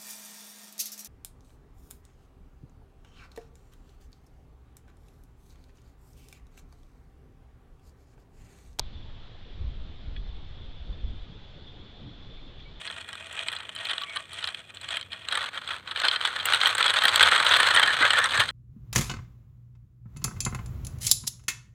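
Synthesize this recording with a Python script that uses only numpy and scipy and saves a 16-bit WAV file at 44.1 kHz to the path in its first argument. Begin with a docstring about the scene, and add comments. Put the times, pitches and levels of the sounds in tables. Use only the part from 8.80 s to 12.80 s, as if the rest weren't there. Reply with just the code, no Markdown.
"""A quiet night beside a wooden nest box, at the microphone of a small outdoor camera.
From the start, light wind buffets the microphone over a far rumble and hiss; distant chirps,
perhaps frogs, flicker as a thin ringing near 3.5 kHz. At 1.4 s a bird clinging to the box makes
one sharp claw tick. From 3.3 s its feathers brush the wood three times, faintly.
Just before the end something peeps far off."""
import sys
import numpy as np
from scipy import signal
from scipy.fft import rfft, irfft
from scipy.io import wavfile
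from scipy.ndimage import uniform_filter1d

SR = 44100
rng = np.random.default_rng(int(sys.argv[2]) if len(sys.argv) > 2 else 0)


def waveform_to_disk(signal):
    """Save audio, clipped to [-1, 1], as 16-bit WAV at the path in sys.argv[1]."""
    frames = np.transpose(np.atleast_2d(signal))
    scaled = np.clip(frames, -1, 1) * 32767
    samples = np.round(scaled).astype(np.int16)
    wavfile.write(sys.argv[1], SR, samples)


N = 4 * SR


def amp(db):
    """Decibels to gain."""
    return 10 ** (np.asarray(db) / 20)


def unit_rms(x):
    """Scales to an rms of one."""
    return x / np.sqrt(np.mean(x ** 2) + 1e-20)


def spectrum_at(points, hz):
    """Interpolates a spectrum on a log-frequency axis."""
    point_hz, db = np.transpose(points)
    return np.interp(np.log(hz + 1), np.log(point_hz), db)


def curve(points):
    """Interpolates a time curve at every sample."""
    return np.interp(np.arange(N) / SR, *np.transpose(points))


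def drift(scale_s):
    """Smooth random motion, unit rms."""
    window = signal.windows.hann(int(2 * scale_s * SR) + 3)
    return unit_rms(signal.fftconvolve(rng.standard_normal(N), window, "same"))


def noise(colour):
    """Steady coloured noise, unit rms."""
    gain = amp(spectrum_at(colour, np.fft.rfftfreq(N, 1 / SR)))
    return unit_rms(irfft(rfft(rng.standard_normal(N)) * gain, N))


def patchy_noise(colour, spread_db, frames, bins):
    """Coloured noise, unit rms; the level drifts in time-frequency patches."""
    hz = np.fft.rfftfreq(1024, 1 / SR)
    real, imag, patches = rng.standard_normal((3, N // 256 + 5, len(hz)))
    patches = uniform_filter1d(patches, frames, axis=0)
    patches = unit_rms(uniform_filter1d(patches, bins, axis=1))
    spectra = (real + 1j * imag) * amp(spectrum_at(colour, hz) + spread_db * patches)
    return unit_rms(signal.istft(spectra.T, nperseg=1024, noverlap=768)[1][:N])


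# Gusts: (time [s], relative level [dB])
WIND_LEVEL = [(0, -36.5), (.1, -45), (.3, -41.5), (.42, -45.5), (.62, -47.5), (.76, -42), (.85, -37.5),
              (1.0, -39.5), (1.2, -45), (1.3, -39), (1.55, -40.5), (1.66, -42), (1.78, -39.5), (2.0, -43),
              (2.2, -42.5), (2.32, -35.5), (2.5, -49.5), (3.35, -53), (3.5, -47), (4, -48.5)]
# Eddy spectrum: (frequency [Hz], relative density [dB])
WIND_COLOUR = [(6, 5), (18, 4), (35, 2.5), (52, -4.5), (70, -6), (90, -10), (130, -15), (190, -26.5),
               (300, -33.5), (700, -47.5), (2000, -98)]


def wind(lump_s=0.068, gain_db=2.5):
    """Low eddies push on the microphone, rising and falling with the gusts."""
    eddies = noise(WIND_COLOUR)
    power = signal.fftconvolve(eddies ** 2, signal.windows.hann(int(lump_s * SR) + 3), "same")
    eddies = unit_rms(eddies / (abs(power) + 1e-9) ** 0.25)  # 2:1 compression
    return eddies * amp(curve(WIND_LEVEL) + gain_db)


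# Night air: (frequency [Hz], relative density [dB])
RUMBLE_COLOUR = [(15, -1.5), (60, -0.5), (125, 1.5), (180, -5), (250, -6.5), (330, -9.5), (500, -13),
                 (800, -19), (1400, -26.5), (3000, -40.5), (8000, -69)]
# Low-band swell: (time [s], gain [dB])
RUMBLE_SWELL = [(0, -2.5), (.6, -3), (.85, 2), (1.15, -0.5), (1.28, 2), (1.37, 7.5), (1.5, -3), (1.9, -3.5),
                (2.25, 4), (2.42, -7), (2.5, 6), (2.58, -2), (3.17, 1), (3.26, 4), (3.36, -0.5), (3.8, -1),
                (3.95, 0)]


def rumble(base_db=-50, crossover_hz=400):
    """Far, dull wash of night air; the low band swells."""
    wash = patchy_noise(RUMBLE_COLOUR, spread_db=2.28, frames=12, bins=4)
    low = signal.sosfiltfilt(signal.butter(2, crossover_hz, fs=SR, output="sos"), wash)
    return amp(base_db) * (wash - low + low * amp(curve(RUMBLE_SWELL)))


# Noise floor: (frequency [Hz], relative density [dB])
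HISS_COLOUR = [(100, -4), (1000, -4.5), (2000, -5.5), (2750, -5), (3150, 0.5), (3600, 0.5), (4150, -5.5),
               (4700, -12), (5400, -18.5), (6300, -26), (7300, -28.5), (8300, -42.5)]


def hiss(level_db=-57):
    """Even camera hiss, strongest at 3-4 kHz."""
    return amp(level_db) * patchy_noise(HISS_COLOUR, spread_db=1.0, frames=14, bins=12)


# Narrow bands of the ringing: (centre [Hz], width [Hz], relative level [dB])
RINGING_BANDS = [(3334, 63, 1), (3480, 50, 1.5), (3550, 50, -1), (3710, 63, -9.5), (4105, 120, -11),
                 (3180, 20, -10.5), (2950, 33, -17)]
# Ringing envelope: (time [s], level [dB])
RINGING_LEVEL = [(0, -68), (.09, -61), (.12, -73), (.16, -56), (.26, -68), (1.33, -70.5), (1.42, -62.5),
                 (1.8, -60.5), (2.13, -60.5), (2.45, -60.5), (2.6, -64), (2.68, -60), (2.81, -63),
                 (2.88, -59.5), (2.97, -60.5), (3.7, -58), (3.75, -63), (3.81, -56.5), (3.87, -60.5),
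                 (4, -59)]


def ringing(wander_hz=26.1, wander_s=0.04, flicker_db=4, flicker_s=0.028):
    """Distant chirps blur into close, fuzzy tones that waver and flicker separately."""
    out, hz = np.zeros(N), np.fft.fftfreq(N, 1 / SR)
    for centre_hz, width_hz, db in RINGING_BANDS:
        white = rng.standard_normal(N) + 1j * rng.standard_normal(N)
        fuzz = np.fft.ifft(white / (1 + (2 * hz / width_hz) ** 2))
        cycles = np.cumsum(centre_hz + wander_hz * drift(wander_s)) / SR
        tone = unit_rms((fuzz * np.exp(2j * np.pi * cycles)).real)
        out += tone * amp(db + flicker_db * np.tanh(2 * drift(flicker_s)))
    return amp(curve(RINGING_LEVEL)) * unit_rms(out)


# Single eddies: (peak time [s], length [s], centre [Hz], level [dB])
BUFFETS = [(0.071, 0.041, 42.2, -33.5), (0.166, 0.035, 71, -32), (0.817, 0.03, 63.6, -25),
           (0.852, 0.023, 55, -24), (0.877, 0.047, 53.6, -22.5), (1.01, 0.04, 57, -32.5),
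           (1.286, 0.055, 64.4, -33.5), (1.39, 0.087, 42.7, -30), (1.495, 0.0368, 58.8, -31.5),
           (1.546, 0.052, 44.7, -31.5), (2.02, .04, 55.4, -34), (2.103, 0.07, 43.3, -27.5),
           (2.248, 0.042, 49.2, -21.5), (2.3, 0.054, 50, -30), (2.426, 0.056, 32.2, -33),
           (2.499, .03, 123, -42), (3.019, .06, 70.3, -43.5), (3.272, 0.0315, 131, -49)]


def buffets(pitch_sag=0.28):
    """Stronger eddies shove the microphone for a few swings that slow as they pass."""
    out = np.zeros(N)
    for peak_s, length_s, hz, db in BUFFETS:
        position = np.linspace(-0.5, 0.5, int(length_s * SR))
        cycles = np.cumsum(hz * (1 - pitch_sag * position)) / SR + rng.random()
        swell = np.cos(np.pi * position) ** 2
        add(out, peak_s - length_s / 2, amp(db) * swell * np.sin(2 * np.pi * cycles))
    return out


# Clearest calls: (peak time [s], pitch [Hz], level [dB])
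CHIRPS = [(.16, 3540, -57.5), (1.498, 3563, -58), (1.776, 3340, -56.5), (1.829, 3520, -55),
          (1.916, 3482, -57), (1.991, 3516, -54), (2.136, 3550, -52), (2.2, 3574, -55),
          (2.366, 3550, -56.5), (2.429, 3350, -59), (2.525, 3340, -56), (2.766, 3558, -54),
          (2.882, 3343, -53.5), (2.9, 3563, -54), (3.381, 3590, -58), (3.689, 3500, -56.5),
          (3.82, 3520, -55)]


def chirps(length_s=0.065, waver_hz=18.6, waver_s=0.008):
    """Short, wavering calls, perhaps far-off frogs, stand out of the ringing."""
    out, detune_hz = np.zeros(N), waver_hz * drift(waver_s)
    swell = signal.windows.hann(int(length_s * SR))
    for peak_s, hz, db in CHIRPS:
        cycles = np.cumsum(hz + detune_hz[int(peak_s * SR):][:len(swell)]) / SR + rng.random()
        add(out, peak_s - length_s / 2, amp(db) * swell * np.sin(2 * np.pi * cycles))
    return out


# Claw on the box: (time [s], base level [dB])
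TICKS = [(1.3632, -35)]
# Tick modes: (frequency [Hz], relative level [dB], t60 [s])
TICK_MODES = [(1723, -2, 0.039), (1920, -2, 0.031), (2260, -6, 0.045), (2520, -3, 0.044),
              (2970, -3.5, 0.045), (3360, 3.5, .036), (3840, -12, 0.03), (4320, -10, 0.036)]
# Onset scrape: (frequency [Hz], relative density [dB])
SCRAPE_COLOUR = [(900, -38), (1400, -19), (1700, -4), (3400, 5), (4300, -3), (5000, -46)]
# Soft returns of the ring: (delay [s], relative level [dB])
AFTER_RINGS = [(0.0113, -3), (.031, -11)]


def claw_tick(rise_s=0.00075, scrape_db=-21.5, scrape_s=0.013, after_hz=3380, after_rise_s=0.0036):
    """A claw scrapes and snaps on wood; a tone near its strongest mode returns softly twice."""
    out, t = np.zeros(N), np.arange(SR // 5) / SR
    attack = np.minimum(t / rise_s, 1)
    scrape_fade = np.clip(1 - (t / scrape_s) ** 2, 0, 1)
    after_swell = t / after_rise_s * np.exp(-(t / after_rise_s / 2) ** 2)
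    after_ring = after_swell * np.sin(2 * np.pi * after_hz * t) / 2
    for start_s, db in TICKS:
        ring = sum(amp(mode_db - 60 * t / t60_s) * np.sin(2 * np.pi * (hz * t + rng.random()))
                   for hz, mode_db, t60_s in TICK_MODES)
        scrape = amp(scrape_db) * scrape_fade * noise(SCRAPE_COLOUR)[:len(t)]
        add(out, start_s, amp(db) * attack * (ring / 2 + scrape))
        for delay_s, after_db in AFTER_RINGS:
            add(out, start_s + delay_s, amp(db + after_db) * after_ring)
    return out


# Feather brushes: (start [s], length [s], centre [Hz], half-width at -12 dB [octaves], level [dB])
RUSTLES = [(3.287, 0.047, 3930, 0.15, -57), (3.555, 0.056, 2300, .2, -61.5),
           (3.786, 0.034, 2520, 0.95, -56.5)]


def feathers():
    """Feathers brush the wood as the bird shifts its grip."""
    out = np.zeros(N)
    for start_s, length_s, hz, octaves, db in RUSTLES:
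        swell = signal.windows.hann(int(length_s * SR))
        colour = [(hz * 2 ** (octaves * step), -12 * step ** 2) for step in np.linspace(-3, 3, 13)]
        add(out, start_s, amp(db) * swell * noise(colour)[:len(swell)])
    return out


def peep(start_s=3.852, length_s=0.09, ramp_s=0.012, start_hz=2256, glide_hz_per_s=1000,
         base_db=-47, fade_db=-33):
    """A faint, distant pure note slides up as it fades."""
    out, t = np.zeros(N), np.arange(0, length_s, 1 / SR)
    gate = np.clip(np.minimum(t, length_s - t) / ramp_s, 0, 1)
    fade = amp(base_db + fade_db * t / length_s)
    cycles = np.cumsum(start_hz + glide_hz_per_s * t) / SR
    add(out, start_s, gate * fade * np.sin(2 * np.pi * cycles))
    return out


def add(mix, start_s, sound):
    """Mixes a sound in place, cut at the end of the mix."""
    part = mix[round(start_s * SR):][:len(sound)]
    part += sound[:len(part)]


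def scene():
    """Mono sum of all sources."""
    background = wind() + rumble() + hiss() + ringing()
    return (background + buffets() + chirps() + claw_tick() + feathers() + peep())[None]


def record(dry):
    """The camera's band limit."""
    cutoff_hz = 8500
    lowpass = signal.firwin(511, cutoff_hz, window=("kaiser", 9), fs=SR)
    return signal.oaconvolve(dry, lowpass[None], "same")


dry = scene()
out = record(dry)
waveform_to_disk(out)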